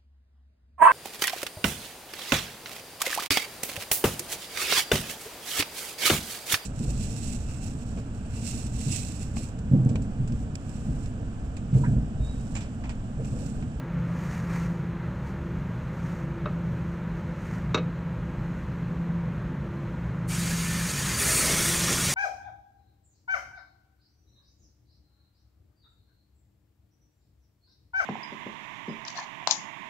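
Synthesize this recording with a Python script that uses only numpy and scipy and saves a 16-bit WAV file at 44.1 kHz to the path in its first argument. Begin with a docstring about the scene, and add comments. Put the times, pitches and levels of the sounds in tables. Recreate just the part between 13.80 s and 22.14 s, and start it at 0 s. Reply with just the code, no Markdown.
"""Compressed air bursts out under a car in a workshop: shaped noise that swells, buffets nearby parts and hisses on.
Cavities whistle as narrow, gliding noise, and an edge adds a harder hiss; hollows and panels colour the air.
Before it come faint sleeve brushes, made of noise and ticks, and two knocks of metal, made of ringing modes,
clacks and thuds. Behind them a machine hums in wavering tones over the rumble, fan rush and faint hiss of a hall."""
import sys
import numpy as np
from scipy import signal
from scipy.fft import rfft, irfft, next_fast_len
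from scipy.io import wavfile
from scipy.ndimage import uniform_filter1d

SR = 44100
rng = np.random.default_rng(int(sys.argv[2]) if len(sys.argv) > 2 else 0)


def pcm_store(signal):
    """Save signal as 16-bit PCM."""
    levels = np.round(np.clip(np.atleast_2d(signal), -1, 1) * 32767)
    wavfile.write(sys.argv[1], SR, levels.astype(np.int16).T)


N = 367794  # length in samples
TIME = np.arange(N) / SR  # seconds
JET_OPENS_S = 6.473


def jet(rush_db=-0.94, fizz_db=-2.5, flutter_db=0.62, fizz_flicker_db=0.2):
    """Turbulent air: the valve opens quickly, and the stronger the stream, the harder it buffets the parts nearby."""
    # course of the stream, before the trims of each layer: [time_s, level_db, fizz_over_level_db]
    stream_course = [(6.53, -35.5, -6), (7.08, -34, -9), (7.26, -32, -5.5), (7.365, -31.5, -8),
                     (7.39, -29.5, 1.5), (7.5, -28, 3.5), (7.6, -28, 4.5), (7.73, -27, -2.5),
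                     (7.87, -29, 3.5), (8.04, -29, -4.5), (8.33, -29.2, -1)]
    # spectrum of the rushing stream: [pitch_hz, density_db (per Hz)]
    rush_spectrum = [(300, -52), (750, -8), (1100, -1), (1800, 1.5), (2400, 1), (3200, -3), (4200, -3.5),
                     (5000, -3), (5700, -1.5), (6800, 1.5), (7700, -2), (9000, -1.5), (10500, -6.5),
                     (16000, -17)]
    # spectrum of the fizz at the nozzle: [pitch_hz, density_db (per Hz)]
    fizz_spectrum = [(3000, -25), (7000, -5), (8200, -4.5), (9100, 0), (9800, -1), (10400, -6),
                     (11300, -9.5), (12300, -11.5), (14000, -16.5), (16000, -15)]
    # spectrum of air striking the parts: [pitch_hz, density_db (per Hz)]
    buffet_spectrum = [(120, -11), (230, 5.5), (380, 2), (560, 3.5), (740, -9), (1300, -27), (2200, -23),
                       (4000, -29)]
    rise_s, full_stream_db = 0.048, -28
    full_buffet_db, buffet_growth = -38, 3.8  # at full stream; dB of buffeting per dB of stream

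    time_s, level_points, fizz_points = np.transpose(stream_course)
    level_db = np.interp(TIME, time_s, level_points)
    fizz_over_db = np.interp(TIME, time_s, fizz_points)
    valve = np.clip((TIME - JET_OPENS_S) / rise_s, 0, 1)
    cracked = np.minimum(2 * valve, 1)  # a half open valve already fizzes fully

    rush = valve * gain_of(level_db + rush_db) * noise(rush_spectrum)
    fizz_level_db = level_db + fizz_over_db + fizz_db + fizz_flicker_db * drift(9.7)
    fizz = gain_of(fizz_level_db) * noise(fizz_spectrum)
    buffet_level_db = full_buffet_db + buffet_growth * (level_db - full_stream_db)
    buffet = gain_of(buffet_level_db) * noise(buffet_spectrum)
    layers = rush + fizz + buffet + edge_hiss() + cavities()
    return cracked * gain_of(flutter_db * drift(40)) * layers


def edge_hiss(edge_db=-34, from_s=7.61, full_s=7.7):
    """Late in the blast the stream turns onto an edge, which cuts the air and adds a harder hiss."""
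    # spectrum of air cut by an edge: [pitch_hz, density_db (per Hz)]
    edge_spectrum = [(1200, -2), (2600, -15), (3300, 4.5), (4500, -3.5), (5800, 7), (7800, -3), (9500, -18),
                     (14000, -22)]
    aimed = np.clip((TIME - from_s) / (full_s - from_s), 0, 1)
    return aimed * gain_of(edge_db) * noise(edge_spectrum)


def cavities(sing_db=-1.5):
    """Each cavity under the stream gives a fuzzy whistle that glides as the nozzle passes."""
    # cavities crossed by the stream, levels before the common trim:
    # [peak_s, half_length_s, pitch_hz, glide_hz_per_s, width_hz, level_db]
    whistles = [(6.82, .13, 6840, 146, 70, -52), (6.85, 0.13, 6500, -45, 58, -53),
                (7.05, 0.33, 1793, 60.5, 80, -45), (7.22, 0.26, 4700, -330, 80, -49.5),
                (7.25, .22, 6870, 99, 220, -42), (7.45, 0.18, 2073, 120.5, 30, -45),
                (7.56, 0.096, 4385, -600, 70, -45), (7.56, .12, 9000, -150, 70, -42),
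                (7.74, 0.13, 2200, 86.5, 70, -41), (7.8, 0.69, 2490, 14, 30, -50),
                (8.17, .1, 8450, 198, 91, -44)]
    out = np.zeros(N)
    for peak_s, half_s, hz, glide, width, db in whistles:
        crossing = np.exp(-((TIME - peak_s) / half_s) ** 4)
        gliding_hz = hz + glide * (TIME - peak_s)
        out += gain_of(db + sing_db) * crossing * narrow(gliding_hz, width)
    return out


def eddies(x, eddy_db=2.2, bins=5, frames=4):
    """Small, shifting eddies favour narrow bands of the stream for a moment each."""
    spectrum = signal.stft(x, nperseg=1024, noverlap=768)[2]
    patches = rng.standard_normal(spectrum.shape)
    patches = uniform_filter1d(patches, bins, 0)
    patches = evened(uniform_filter1d(patches, frames, 1))
    return signal.istft(spectrum * gain_of(eddy_db * patches), nperseg=1024, noverlap=768)[1][:N]


def engine_bay(x):
    """Hollows colour the sound; echoes from the panels comb it, and the comb slides as the nozzle moves."""
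    # hollows of the engine bay: [pitch_hz, width_hz, lift_db]
    hollows = [(1320, 64, 4), (1830, 130, 2), (2200, 120, 2), (2390, 70, 3), (4620, 320, 4),
               (4880, 150, -3.5), (7460, 200, -3.5), (9500, 200, 0.5), (10300, 350, -6)]
    # panels near the nozzle, delay as the jet opens: [delay_ms, strength_factor, slide_ms_per_s]
    panels = [(1.3, 0.032, 0.1), (2.9, 0.05, -.1), (4.7, 0.19, 0.078), (7.9, 0.061, -0.12),
              (12.3, 0.11, 0.058), (17, 0.096, -.05)]
    hz = np.fft.rfftfreq(N, 1 / SR)
    lift_db = sum(db / (1 + (2 * (hz - f) / width) ** 2) for f, width, db in hollows)
    x = irfft(rfft(x) * gain_of(lift_db), N)
    out = x.copy()
    for ms, strength, slide in panels:
        delay = (ms + slide * (TIME - JET_OPENS_S)) * SR / 1000  # samples
        out += strength * np.interp(np.arange(N) - delay, np.arange(N), x, left=0)
    return out


def sleeve(flutter_db=1.1, catches_per_s=170, catch_db=-8):
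    """Each stroke of cloth builds to a point and slips off with a fluttering hiss; its threads catch in tiny ticks."""
    # strokes along the parts: [peak_s, level_db, rise_s, fall_s]
    strokes = [(.44, -48, .075, .075), (.55, -43.5, .04, .045), (.68, -50.5, .02, .025),
               (.755, -41, .03, .04), (.825, -49, .02, .04), (1.48, -53, .022, .035),
               (3.372, -57, .012, .04), (3.735, -49.5, .035, .045), (.96, -58, .02, .02),
               (2.28, -51, .06, .09), (3.66, -52.5, .06, .03), (4.76, -60.5, .1, .12)]
    # spectrum of brushing cloth: [pitch_hz, density_db (per Hz)]
    cloth_spectrum = [(500, 7.5), (1100, 17), (1900, 15), (2600, 6.5), (3400, -3.5), (3950, -1.5),
                      (4700, -4), (5300, -1), (6600, 2), (8100, -5.5), (8700, -6.5), (10500, -12.5),
                      (12400, -11), (16000, -17.5)]
    power = np.zeros(N)
    for peak_s, db, rise_s, fall_s in strokes:
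        distance = np.maximum((peak_s - TIME) / rise_s, (TIME - peak_s) / fall_s)
        power += gain_of(db) ** 2 * np.exp(-distance)
    ticks = rng.uniform(-1.06, 1, N) * (rng.random(N) < catches_per_s / SR)
    catches = coloured(ticks, cloth_spectrum)
    slide = gain_of(flutter_db * drift(40)) * noise(cloth_spectrum)
    return np.sqrt(power) * (slide + gain_of(catch_db) * catches)


def knocks(clack_db=-8, thud_t60=0.062):
    """Each blow scatters a short clack, thuds into the panel behind and rings the part's modes in random phase."""
    # contacts within the knocks; clack and ring take level_db, the thud has a level of its own:
    # [start_s, level_db, low_corner_hz, high_corner_hz, ring_db, clack_t60_s, thud_db]
    contacts = [(2.657, -15, 550, 2500, -12, .028, -35), (2.6612, -32, 200, 900, -12, .04, -33.5),
                (3.9438, -20, 600, 9000, -8, .03, -40), (3.9448, -9.5, 200, 8000, -8, .032, -36),
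                (3.951, -19, 400, 7500, -14, .045, -33.5), (3.9635, -19, 149, 1500, -12, .04, -27.5),
                (3.975, -19, 1900, 4600, -8, .06, -40), (3.9835, -25, 1900, 4200, -7, .05, -40)]
    # modes of the struck part: [pitch_hz, level_db, t60_s]
    part_modes = [(377, -13, 0.16), (1023, -8.5, 0.055), (1255, -7.5, 0.06), (3770, -5, 0.045),
                  (3930, -19, .08), (430, -12, 0.094), (618, -14, 0.15), (1150, -5, 0.04),
                  (1500, -10.5, 0.05), (2245, -13, 0.06), (2514, -11, 0.06), (2632, -16, 0.08),
                  (4170, -14, .05), (4608, -21, .06), (5206, -23, .06), (5850, -18.5, 0.05)]
    # spectrum of the clack: [pitch_hz, density_db (per Hz)]
    clack_spectrum = [(200, 12), (450, -10), (800, -9.5), (1250, 7), (1850, -7), (2400, -3), (3100, -10),
                      (3900, -13), (4900, -22), (6500, -11), (8500, -26.5), (15000, -40)]
    # spectrum of the dull panel thud: [pitch_hz, density_db (per Hz)]
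    thud_spectrum = [(150, -6), (380, 2), (580, 2.5), (760, -10), (1250, -2), (1600, -14), (3000, -24),
                     (5500, -48)]
    out = np.zeros(N)
    t = np.arange(SR // 2) / SR
    onset = 1 - np.exp(-t / 0.0004)
    for start_s, db, low_hz, high_hz, ring_db, clack_t60, thud_db in contacts:
        ring = np.zeros(len(t))
        for hz, mode_db, t60 in part_modes:
            ring += gain_of(mode_db - 60 * t / t60) * np.sin(2 * np.pi * (hz * t + rng.random()))
        clack = coloured(rng.standard_normal(len(t)), clack_spectrum)
        clack *= gain_of(clack_db - 60 * t / clack_t60)
        thud = coloured(rng.standard_normal(len(t)), thud_spectrum)
        thud *= gain_of(thud_db - 60 * t / thud_t60)
        blow = onset * (gain_of(ring_db) * ring + clack)
        add(out, start_s, gain_of(db) * touch(blow, low_hz, high_hz) + onset * thud)
    return out


def touch(x, low_hz, high_hz, order=3):
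    """A soft contact loses treble, a light one loses bass."""
    x = signal.lfilter(*signal.butter(order, high_hz, fs=SR), x)
    return signal.lfilter(*signal.butter(2, low_hz, "high", fs=SR), x)


def room(x, wet_db=-11, t60=0.19, dull_hz=1200):
    """The space under the car answers with a weak, dull tail of decaying noise."""
    t = np.arange(SR) / SR
    smoothing = np.exp(-2 * np.pi * dull_hz / SR)
    tail = signal.lfilter([1 - smoothing], [1, -smoothing], rng.standard_normal(SR))
    tail *= gain_of(-60 * t / t60)
    return x + gain_of(wet_db) * signal.fftconvolve(x, tail / np.linalg.norm(tail))[:N]


def machine(hum_hz=169.75, octave_db=0.17, waver_rad=0.16, flutter_db=0.3, octave_wander=0.32):
    """A motor's tone and its octave swell and fade; weaker tones waver by chance in the hall."""
    # swells of the main tone, before its flutter: [time_s, level_db]
    hum_course = [(0.0, -46), (0.13, -32), (.3, -31), (.55, -36), (.74, -30), (1.15, -36.5), (1.34, -45),
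                  (1.6, -36.5), (2.0, -41), (2.44, -34.5), (2.6, -45), (2.8, -30.5), (3.1, -35), (3.7, -38),
                  (4.0, -32), (4.42, -37.5), (4.55, -40.5), (4.7, -33), (4.9, -41.5), (5.05, -33),
                  (5.36, -28.5), (5.78, -45), (6.4, -34.5), (6.7, -30), (7.04, -33), (7.14, -54),
                  (7.8, -43.5), (7.96, -32), (8.32, -43)]
    # swells of its octave, before the octave trim: [time_s, level_db]
    octave_course = [(0, -55), (.25, -48), (.45, -59.5), (1.1, -47), (1.45, -52.5), (1.7, -45.5),
                     (1.95, -55.5), (2.25, -59.5), (2.5, -38), (2.7, -51), (3.35, -51.5), (4.3, -53.5),
                     (4.75, -50.5), (5.45, -54), (5.9, -48), (6.4, -53.5), (7.25, -57), (8.0, -42),
                     (8.33, -50)]
    # weaker machine tones: [pitch_hz, level_db, width_hz]
    weak_tones = [(119.2, -41.5, 5.9), (142.7, -41, 13), (196.5, -48, 12.4), (261.3, -54, 6.8),
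                  (511, -56.5, 18), (4110, -76, 93), (13450, -90, 300)]
    phase = 2 * np.pi * hum_hz * TIME + waver_rad * drift(1.9)
    hum_level_db = np.interp(TIME, *np.transpose(hum_course)) + flutter_db * drift(6.2)
    out = gain_of(hum_level_db) * evened(np.sin(phase))

    wander = 1 + octave_wander * (drift(4) + 1j * drift(14))  # strength and phase stray
    octave = (wander * np.exp(2j * phase)).real
    octave_level_db = np.interp(TIME, *np.transpose(octave_course)) + octave_db
    out += gain_of(octave_level_db) * evened(octave)
    return out + sum(gain_of(db) * narrow(hz, width) for hz, db, width in weak_tones)


def hall(rumble_db=-34.5, fans_db=-47.0, swell_db=0.33, hiss_db=-68.8, hiss_waver_db=0.5):
    """Rumble of the machines, the rush of their fans and a faint, nearly steady hiss."""
    # spectrum of the rumble: [pitch_hz, density_db (per Hz)]
    rumble_spectrum = [(15, -30), (28, -20), (42, -5), (58, 0), (76, 1), (92, -5.5), (135, 0.5),
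                       (195, -1.5), (225, -9), (295, -14), (500, -18.5), (600, -17.5), (760, -36),
                       (1500, -63)]
    # spectrum of the fans: [pitch_hz, density_db (per Hz)]
    fan_spectrum = [(400, -7), (750, -2), (930, 2.5), (1150, -0.5), (1400, 0.5), (2000, -5), (2700, -12.5),
                    (4000, -23), (5000, -32.5)]
    # spectrum of the faint treble hiss: [pitch_hz, density_db (per Hz)]
    hiss_spectrum = [(2500, -9), (4000, -3.5), (4950, -4.5), (5500, -3.5), (6500, 0), (8500, -9.5),
                     (10400, -15.5), (11800, -12.5), (13500, -13), (16000, -23)]
    # course of the hiss around its base level: [time_s, offset_db]
    hiss_course = [(0, -1), (1.7, 0.8), (2.0, 2), (2.55, -1.5), (2.95, 3), (3.25, -0.5), (4.3, -1),
                   (4.8, 0.5), (5.6, -1.5), (6.4, 0)]
    rumble = gain_of(rumble_db) * noise(rumble_spectrum)
    hiss_level_db = hiss_db + np.interp(TIME, *np.transpose(hiss_course)) + hiss_waver_db * drift(8)
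    hiss = gain_of(hiss_level_db) * noise(hiss_spectrum)
    fans = gain_of(fans_db + swell_db * drift(2.8)) * noise(fan_spectrum)
    return rumble + underbody(hiss + fans)


def underbody(x, echo_db=-12, count=40):
    """Many small reflections between floor and car put a fine, fixed ripple on the sound."""
    # span of the reflection delays under the car: [shortest_s, longest_s]
    delay_span = (.004, .03)
    taps = np.zeros(SR // 10)
    at = np.clip(rng.uniform(*delay_span, count) * SR, 1, len(taps) - 1).astype(int)
    taps[at] = gain_of(echo_db) * rng.choice([-1., 1.], count) / np.sqrt(count)
    taps[0] = 1  # direct sound
    return signal.oaconvolve(x, taps / np.linalg.norm(taps))[:N]


def gain_of(db):
    """Decibels to a factor."""
    return 10 ** (np.asarray(db) / 20)


def evened(x):
    """Scales to rms 1."""
    return x / np.sqrt(np.mean(abs(x) ** 2) + 1e-20)


def coloured(x, points):
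    """Weights x by a spectrum of (Hz, dB) points, falling away beyond the last, at rms 1."""
    f, db = np.transpose(points)
    hz = np.fft.rfftfreq(len(x), 1 / SR) + 1  # keeps the logarithm finite
    gain = gain_of(np.interp(np.log(hz), np.log(f), db))
    gain /= np.maximum(hz / f[-1], 1) ** 2
    return evened(irfft(rfft(x) * gain, len(x)))


def noise(points):
    """Steady noise of a given spectrum, at rms 1."""
    return coloured(rng.standard_normal(N), points)


def drift(rate_hz):
    """Slow random wander of about rms 1, up to about the given rate."""
    size = next_fast_len(N, True)
    hz = np.fft.rfftfreq(size, 1 / SR)
    spectrum = rfft(rng.standard_normal(size)) / (1 + (hz / rate_hz) ** 2)
    return evened(irfft(spectrum, size)[:N])


def narrow(hz, width):
    """Noise in one resonance, whose centre may move, at rms 1."""
    wander = drift(width / 2) + 1j * drift(width / 2)
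    phase = 2 * np.pi * np.cumsum(hz * np.ones(N)) / SR
    return evened((wander * np.exp(1j * phase)).real)


def add(mix, s, sound):
    """Lays a sound into the mix at time s in seconds."""
    part = mix[round(s * SR):][:len(sound)]
    part += sound[:len(part)]


def scene():
    """All sources reach one microphone, alike in both channels."""
    air_and_cloth = engine_bay(eddies(jet()) + sleeve())
    mono = air_and_cloth + room(knocks()) + machine() + hall()
    return np.array([mono, mono])


def record(dry, edge_hz=15740):
    """The recorder's band limit: a steep low-pass."""
    lowpass = signal.firwin(801, edge_hz, window=("kaiser", 9), fs=SR)
    return signal.oaconvolve(dry, lowpass[None], "same")


dry = scene()
out = record(dry)
pcm_store(out)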